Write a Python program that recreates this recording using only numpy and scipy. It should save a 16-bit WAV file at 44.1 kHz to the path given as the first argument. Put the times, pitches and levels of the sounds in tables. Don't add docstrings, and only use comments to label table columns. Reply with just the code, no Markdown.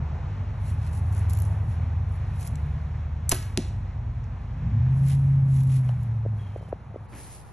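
import sys
import numpy as np
from scipy import signal
from scipy.fft import rfft, irfft, next_fast_len
from scipy.io import wavfile
from scipy.ndimage import uniform_filter1d

SR = 44100
rng = np.random.default_rng(int(sys.argv[2]) if len(sys.argv) > 2 else 0)


def how_loud(loudness_db):
    steps = np.asarray(loudness_db, float) / 20
    return 10 ** steps


def transcribe(u):
    v = np.clip(np.atleast_2d(u).T, -1, 1)
    q = np.round(v * 32767).astype(np.int16)
    wavfile.write(sys.argv[1], SR, q)


N = 331798
T = np.arange(N) / SR


def curve(table):
    s, *columns = np.transpose(table)
    return [np.interp(T, s, c) for c in columns]


def lookup(hz, table):
    f, v = np.transpose(table)
    return np.interp(np.log(np.maximum(hz, 1)), np.log(f), v)


def colour(x, table, tilt_db=0.):
    size = next_fast_len(len(x))
    hz = np.arange(size // 2 + 1) * SR / size
    gain = how_loud(lookup(hz, table) + tilt_db * np.log2(np.maximum(hz, 20) / 3000))
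    gain /= np.sqrt(np.mean(gain ** 2))
    return irfft(rfft(x, size) * gain, size)[:len(x)]


def walk(rate):
    place = T * rate
    levels = rng.standard_normal(int(place[-1]) + 2)
    k = place.astype(int)
    part = place - k
    share = part ** 2 * (3 - 2 * part)
    return 1.2 * (levels[k] + share * (levels[k + 1] - levels[k]))


def add(out, s, piece):
    i = int(s * SR)
    out[i:i + len(piece)] += piece[:len(out) - i]


def ring(modes, db, push_s):
    t = T[:SR // 2]
    tones = sum(how_loud(g) * np.sin(2 * np.pi * f * t) * how_loud(-60 * t / t60) for f, g, t60 in modes)
    return how_loud(db) * (1 - np.exp(-t / push_s)) * tones


def engine():
    # (time [s], cycle rate [Hz])
    speed = [(0, 9.58), (1.2, 10.16), (1.95, 10.0), (2.65, 9.24), (3.25, 9.72), (4.5, 9.5), (4.64, 11.5),
             (4.8, 15.4), (5.02, 17), (5.3, 17.08), (5.78, 16.35), (6.06, 14.4), (6.32, 13.5), (6.46, 12.3),
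             (6.9, 12.6), (7.52, 11.2)]
    # (time [s], level of the even firing [dB], lope of the uneven banks re that [dB])
    effort = [(0, -28, -19), (.45, -42, 10.5), (.8, -31.5, -0.5), (1.3, -25.5, 1.5), (1.9, -28.5, -2),
              (2.4, -35.5, 1.5), (2.6, -27, -13), (3.3, -34.5, -4), (3.6, -39, 3.5), (4.5, -41, -2),
              (4.66, -41, 0), (4.82, -20.5, -18), (5.78, -19.5, -25), (6.0, -27.5, -12), (6.36, -26.5, -12),
              (6.45, -34, -9.5), (7.52, -67.5, -2)]
    # (frequency [Hz], level [dB])
    exhaust = [(20, -31), (35, -19.5), (50, -7.5), (70, -1), (110, 4), (150, -5), (180, -10.5), (240, -13),
               (320, -33), (450, -76)]
    # (multiple of the cycle rate [1], level [dB])
    idle_orders = [(1, -54), (2, -47), (3, -33), (4, -24.5), (5, -11), (6, -28.5), (7, -12), (8, -2),
                   (9, -18.5), (10, 0), (11, -20.5), (12, -14.5), (13, -16.5), (14, -17), (15, -16),
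                   (16, -25), (17, -34.5)]
    # (multiple of the cycle rate [1], level [dB])
    rev_orders = [(1, -49), (2, -38.5), (3, -15), (4, -30.5), (5, -14), (6, -26), (7, -20.5), (8, 0),
                  (9, -16.5), (10, -21), (11, -37.5), (12, -31.5), (13, -27), (14, -35.5), (15, -38),
                  (16, -33.5), (17, -38)]
    idle_hz, full_hz = 10, 16.5
    leaves_at_s, recede_db_per_s = 5.6, 8

    hz, even_db, lope_db = (uniform_filter1d(c, SR // 16) for c in curve(speed) + curve(effort))
    turn = 2 * np.pi * np.cumsum(hz) / SR
    revs = np.clip((hz - idle_hz) / (full_hz - idle_hz), 0, 1)
    calm = 1 - revs

    load_db = -40 + 3.5 * np.sqrt(revs) + 0.1 * calm * (even_db + lope_db + 38.5)
    load_db += 0.31 * np.clip(np.gradient(hz) * SR, 0, 20)
    load_db -= recede_db_per_s * np.maximum(T - leaves_at_s, 0)

    overtone_db = even_db - 17 - 0.6 * lope_db - 31.5 * revs
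    strong_db = {5: load_db, 8: even_db, 10: even_db + lope_db, 16: overtone_db}

    rumble_db = load_db - 9 + 1.5 * revs + 13 + 0.73 * walk(6.1)
    out = how_loud(rumble_db) * colour(rng.standard_normal(N), exhaust)
    for (k, idle_db), (_, rev_db) in zip(idle_orders, rev_orders):
        if k in strong_db:
            db = strong_db[k] + 1.5 * calm * walk(7)
        else:
            db = load_db - 1.5 + 11 + idle_db + revs * (rev_db - idle_db) + 3 * calm * walk(4)
        phase = k * turn + .25 * calm * walk(5) + 2 * np.pi * rng.random()
        out += np.sqrt(2) * how_loud(db) * np.sin(phase)
    return out


def road():
    # (time [s], level [dB], brightness [dB])
    traffic = [(0, -47.5, -1), (.73, -49.5, 0.5), (1.53, -48.5, 0.5), (3.83, -54, 1.5), (4.9, -52, 1),
               (7.52, -55, -3)]
    # (frequency [Hz], level [dB])
    centre_colour = [(150, -16), (330, -1), (560, -2), (850, 1), (1300, -7.5), (1800, -8.5), (2550, -13.5),
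                     (2900, -18.5), (4500, -24.5), (6400, -29), (8900, -36), (10600, -45), (12100, -52.5),
                     (12500, -65.5), (16000, -86.5)]
    # (frequency [Hz], level [dB])
    wide_colour = [(35, 8.5), (130, 8.5), (220, -11.5), (500, -6.5), (900, 0), (1300, -3), (1800, -20.5),
                   (3000, -29.5), (5000, -57.5), (13000, -87.5)]
    db, treble_db = curve(traffic)
    hiss = colour(rng.standard_normal(N), centre_colour)
    dull = signal.sosfilt(signal.butter(2, 1800, fs=SR, output="sos"), hiss)
    bright = hiss - dull
    centre = dull * how_loud(0.73 * walk(6)) + bright * how_loud(treble_db + 1.1 * walk(9))
    wide = np.array([colour(rng.standard_normal(N), wide_colour) for _ in range(2)])
    return centre * how_loud(db + 0.5), wide * how_loud(db - 0.5)


def leaves():
    # (time at full level [s], level [dB], hold [s], low share [dB], crackle depth [dB])
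    shuffles = [(.68, -59.5, 0.02, 4.5, 1), (.85, -68.5, 0.018, 14, 2), (0.937, -65, 0.041, -5, 2.5),
                (1.144, -65, 0.053, -16, 3), (1.31, -64, 0.14, -9, 3.5), (1.52, -72, .01, 1, -1),
                (1.706, -68.5, 0.024, 9.5, -0.5), (2.146, -70.5, 0.0071, 5.5, 3),
                (2.421, -55, 0.047, 3, 1.9), (4.972, -72, 0.018, 0.5, 1), (5.098, -50.5, .02, 6, 1.5),
                (5.542, -60.5, 0.067, 4, 1.5), (5.72, -56.5, 0.053, 4.5, 1.5), (5.874, -81.5, .03, 0, 3),
                (6.026, -78.5, 0.011, 3.5, 3), (6.369, -80.5, 0.32, 13.5, 2.5), (7.164, -58, .2, 1, 1),
                (7.41, -74.5, 0.084, 6, 2)]
    # (frequency [Hz], level [dB])
    leaf_colour = [(800, -25), (2000, -6), (3500, -9.5), (6500, -6), (8500, 0), (10600, 5), (12000, -15),
                   (14000, -26), (16000, -47)]
    # (time [s], peak level [dB], centre frequency [Hz])
    snaps = [(1.126, -35, 10500), (1.2972, -26.5, 10600), (1.3338, -25, 11000), (1.3728, -28, 10400),
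             (1.388, -28, 10800), (1.4014, -30, 11000), (1.4205, -27.5, 11400), (2.41, -32, 10700),
             (2.4743, -25, 10670), (2.5557, -30.5, 8200), (4.2407, -47, 6040), (5.0843, -31, 11000),
             (5.1267, -46, 3440), (5.6345, -34, 11080), (5.7018, -40, 3110), (5.8907, -28.5, 2830),
             (6.0335, -43, 10500)]
    rise_db_per_s, fall_db_per_s = 249.5, 307
    settle_db, settle_db_per_s, stir_db = -14.5, 63.5, -89

    s, db, hold, low_db, grain_db = np.transpose(shuffles)[:, :, None]
    t = T[::64]
    late = np.maximum(t - s - hold, 0)
    rise = how_loud(db - rise_db_per_s * np.maximum(s - t, 0))
    fall = np.maximum(how_loud(-fall_db_per_s * late), how_loud(settle_db - settle_db_per_s * late))
    gains = rise * fall
    gain = gains.sum(axis=0) + how_loud(stir_db)
    low_db = (gains * low_db).sum(axis=0) / gain
    grain_db = (gains * grain_db).sum(axis=0) / gain
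    gain, low_db, grain_db = (np.interp(T, t, c) for c in (gain, low_db, grain_db))

    grain = how_loud(grain_db * (1.3 * walk(300) + .6 * walk(40)))
    crackle = colour(rng.standard_normal(N) * grain, leaf_colour)
    low = signal.sosfilt(signal.butter(2, 5000, fs=SR, output="sos"), crackle)
    out = (crackle - low + low * how_loud(low_db)) * gain * how_loud(8)

    t = T[:400]
    shape = np.exp(-t / 0.0016) * np.minimum(t / 0.0006, 1)
    for s, peak_db, hz in snaps:
        peak = [(hz / 3, -14), (hz, 0), (min(hz * 1.35, 13000), -10), (17000, -40)]
        add(out, s, how_loud(peak_db - 5.0) * colour(rng.standard_normal(400), peak) * shape)
    return out


def bow():
    # (time [s], level [dB], rise [s], t60 [s], tilt [dB per octave])
    rattles = [
        (3.2937, -10, 0.00045, 0.0064, 14.5),
        (3.2949, -31.5, 0.00056, 0.045, 6.5),
        (3.2992, -30.5, .0005, 0.019, 9.5),
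        (3.3131, -31, .002, 0.021, 0),
        (3.3163, -14, 0.00025, 0.018, 3),
        (3.3194, -13.5, 0.00017, 0.022, 0),
        (3.324, -19.5, .001, 0.07, -7),
        (3.334, -24, .0007, 0.0097, -5.5),
        (3.3454, -30.5, .001, 0.05005, 9.5),
    ]
    # (frequency [Hz], level [dB])
    shot_colour = [(200, -13.5), (700, 0), (1500, 4), (3000, -0.5), (5000, 0.5), (7500, -1.5), (11000, 2),
                   (13000, -22.5), (15000, -25.5), (16500, -52.5)]
    # (frequency [Hz], level [dB], t60 [s])
    release = [(5884, -8.5, 0.023), (7550, 2, 0.024), (7580, -12.5, 0.0594), (10600, -21, 0.041),
               (11300, -5.5, 0.021)]
    # (frequency [Hz], level [dB], t60 [s])
    limb_modes = [(287, 3.5, 0.078), (370, 1.5, 0.1), (704, -5, 0.15), (1260, -30.5, 0.2),
                  (1674, -26.5, 0.57)]
    out, knocks = np.zeros((2, N))
    t = T[:4096] - .008
    knock = signal.unit_impulse(4096, 353)
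    for s, db, rise, t60, tilt_db in rattles:
        shape = how_loud(db) * np.where(t < 0, np.exp(t / rise), how_loud(-60 * np.maximum(t, 0) / t60))
        add(out, s - .008, shape * colour(rng.standard_normal(4096), shot_colour, tilt_db))
        strength = np.sqrt(np.sum(shape ** 2))
        add(knocks, s - .008, strength * colour(knock, shot_colour, tilt_db))
    limbs = ring(limb_modes, db=-25.0, push_s=0.0038)
    add(out, 3.293, ring(release, db=-20.5, push_s=0.00017))
    add(out, 3.318, limbs)
    add(knocks, 3.318, limbs)
    return out, knocks


def yard(x, wet_db, rise_s, echo_db):
    # (frequency [Hz], t60 [s])
    scatter_t60 = [(250, 0.5), (800, 0.33), (2000, 0.67), (5000, 0.44), (10000, 0.52), (14000, 0.15)]
    # (delay [s], level [dB])
    echoes = [
        (0.029, -19.5),
        (0.047, -21),
        (.108, -25),
    ]
    t = T[:SR]
    answer = np.zeros(SR)
    for hz in 180 * 2 ** np.arange(0, 7, .5):
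        bell = [(hz / 2, -40), (hz / 1.4, -10), (hz, 0), (hz * 1.4, -10), (hz * 2, -40)]
        band = colour(rng.standard_normal(SR), bell)
        answer += band * np.sqrt(hz / 22000) * how_loud(-60 * t / lookup(hz, scatter_t60))
    answer *= how_loud(wet_db) * np.minimum(t / rise_s, 1)
    for delay, db in echoes:
        smear = rng.standard_normal(300) * np.exp(-T[:300] / 0.0013)
        add(answer, delay, how_loud(db + echo_db) * smear)
    return signal.fftconvolve(x, answer)[:N]


def arrow():
    # (frequency [Hz], level [dB])
    tip_colour = [(300, -5.5), (1200, -13), (2200, -4.5), (3800, -1.5), (6000, -4.5), (8000, -6),
                  (10500, -4), (12000, -26), (14000, -46), (16500, -62)]
    # (frequency [Hz], level [dB], t60 [s])
    bag_modes = [(233, -3, 0.1), (163, -2, 0.068), (278, 3.5, 0.058), (352, 4, 0.055), (606, -5, 0.033)]
    tip = np.zeros(N)
    add(tip, 3.5748, np.ones(1))
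    add(tip, 3.5752, 0.04 * rng.standard_normal(400) * how_loud(-60 * T[:400] / 0.016))
    out = colour(tip, tip_colour)
    add(out, 3.575, ring(bag_modes, db=-16.5, push_s=0.0053))
    t = T[:8192]
    stuffing = [(100, -30), (180, -2.5), (450, -2), (900, -21.0), (2000, -50), (8000, -85)]
    filling = colour(rng.standard_normal(8192), stuffing)
    add(out, 3.575, how_loud(-25.0) * filling * how_loud(-60 * t / .09) * np.minimum(t / 0.0028, 1))
    return out


def taps():
    # (time [s], peak level [dB], pitch [Hz], length [s])
    touches = [
        (5.892, -37.5, 710, 0.0012),
        (6.251, -35, 510, 0.00079),
        (6.26, -28, 500, 0.00083),
        (6.56, -29.5, 517, 0.00091),
        (6.609, -43, 547, .00083),
        (6.626, -38.5, 650, 0.0005),
        (6.685, -44.5, 525, .0009),
        (6.727, -21.5, 530, 0.00097),
        (6.942, -36.5, 435, 0.00068),
        (6.959, -29, 480, 0.00083),
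    ]
    out = np.zeros(N)
    t = T[:800] - .006
    for s, db, hz, length in touches:
        cycles = 0.78 * hz * (t - 0.00234 * np.exp(-(t + 0.0032) / 0.0014))
        spread = np.where(t < 0, 1.76 * length, length)
        shape = np.exp(-(t / spread) ** 2 / 2)
        add(out, s - .003, how_loud(db + 4.5) * shape * np.cos(2 * np.pi * cycles))
    return out


def cricket():
    start_s, length_s, peak_s = 6.385, .33, .05
    pitch_hz, sag_hz, strokes_per_s, stroke_depth_db = 3290, 240, 45, 19
    t = T - start_s
    share = np.clip(t / length_s, 0, 1)
    strokes = np.cumsum(strokes_per_s * (1 + .25 * walk(25))) / SR % 1
    swell_db = -53.5 - 6.5 * np.minimum(np.abs(t - peak_s) / 0.11, 1)
    db = swell_db - stroke_depth_db * strokes + 2.0 * walk(60) - 6.5 * share ** 2
    gain = uniform_filter1d(how_loud(db) * (share > 0) * (share < 1), 90)
    return gain * np.sin(2 * np.pi * np.cumsum(pitch_hz - sag_hz * share) / SR)


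def swing():
    # (frequency [Hz], level [dB])
    air_colour = [(30, -9), (90, 0), (250, -7.5), (900, -18), (2500, -23), (6000, -55)]
    start_s, level_db, rise_s, fade_s = 7.115, -41.5, 0.022, 0.12
    t = np.maximum(T - start_s, 0)
    shape = how_loud(level_db + 1.5 * walk(25)) * np.minimum(t / rise_s, 1) * np.exp(-t / fade_s)
    both, own = (colour(rng.standard_normal(N), air_colour) for _ in range(2))
    return shape * (both + 0.23 * own * np.array([[1], [-1]]))


def ports(x, table):
    hz, lead = np.transpose(table)
    size = next_fast_len(len(x))
    turn = np.exp(.5j * np.interp(np.arange(size // 2 + 1) * SR / size, hz, lead))
    return irfft(rfft(x, size) * np.array([turn, turn.conj()]), size)[:, :len(x)]


def phone_hears(outside):
    # (frequency [Hz], lead of the left port [rad])
    lead_before = [(0, 0), (300, -0.06), (1290, -0.63), (1700, 0.04), (2700, 0.71), (4100, 0.76),
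                   (4600, 1.86), (5150, 4.95), (5700, 6.09), (6300, 6.68), (8500, 8.99), (9600, 9.72),
                   (11800, 12.43), (13800, 13.1)]
    # (frequency [Hz], lead of the left port [rad])
    lead_after = [(0, 0), (5000, 0), (7300, 2.3), (9500, 3.1), (11900, 6), (13200, 6.3)]
    turn_s, turn_length_s, spread_db = 7.06, .03, -5.5
    sound, last = ports(outside, lead_before), outside[-SR:]
    spread = how_loud(spread_db) * np.roll(last, SR // 50) * np.array([[1], [-1]])
    turned = ports(last, lead_after) + spread
    share = np.clip((T[-SR:] - turn_s) / turn_length_s, 0, 1)
    sound[:, -SR:] += share * (turned - sound[:, -SR:])
    return sound


def scene():
    hiss, wide = road()
    slap, knocks = bow()
    hit = arrow()
    shot = slap + yard(knocks, wet_db=-47.0, rise_s=0.011, echo_db=-19)
    shot += hit + yard(hit, wet_db=-47, rise_s=0.007, echo_db=-22)
    outside = engine() + hiss + leaves() + shot + cricket()
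    fade_in = np.minimum(T / .004, 1)
    return (phone_hears(outside) + wide + taps() + swing()) * fade_in


def band_limit(x):
    return signal.sosfilt(signal.butter(12, 16820, fs=SR, output="sos"), x)


def record(dry):
    # (frequency [Hz], level per bin [dB])
    gate = [(3000, -140), (5000, -117), (9000, -110), (10500, -115), (12000, -110), (12400, -100),
            (16000, -93)]
    width, top = 12, 504
    mid_side = np.array([dry[0] + dry[1], dry[0] - dry[1]]) / 2
    hz, _, bins = signal.stft(mid_side, SR, nperseg=1024)
    power = np.abs(bins[:, :top]) ** 2
    bands = power.reshape(2, -1, width, bins.shape[2]).mean(axis=2).repeat(width, axis=1)
    bins[:, :top] *= bands > how_loud(2 * lookup(hz[:top], gate) + 6)[:, None]
    bins[:, top:] = 0
    mid, side = signal.istft(bins, SR, nperseg=1024)[1][:, :N]
    return band_limit(np.array([mid + side, mid - side]))


dry = scene()
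out = record(dry)
transcribe(out)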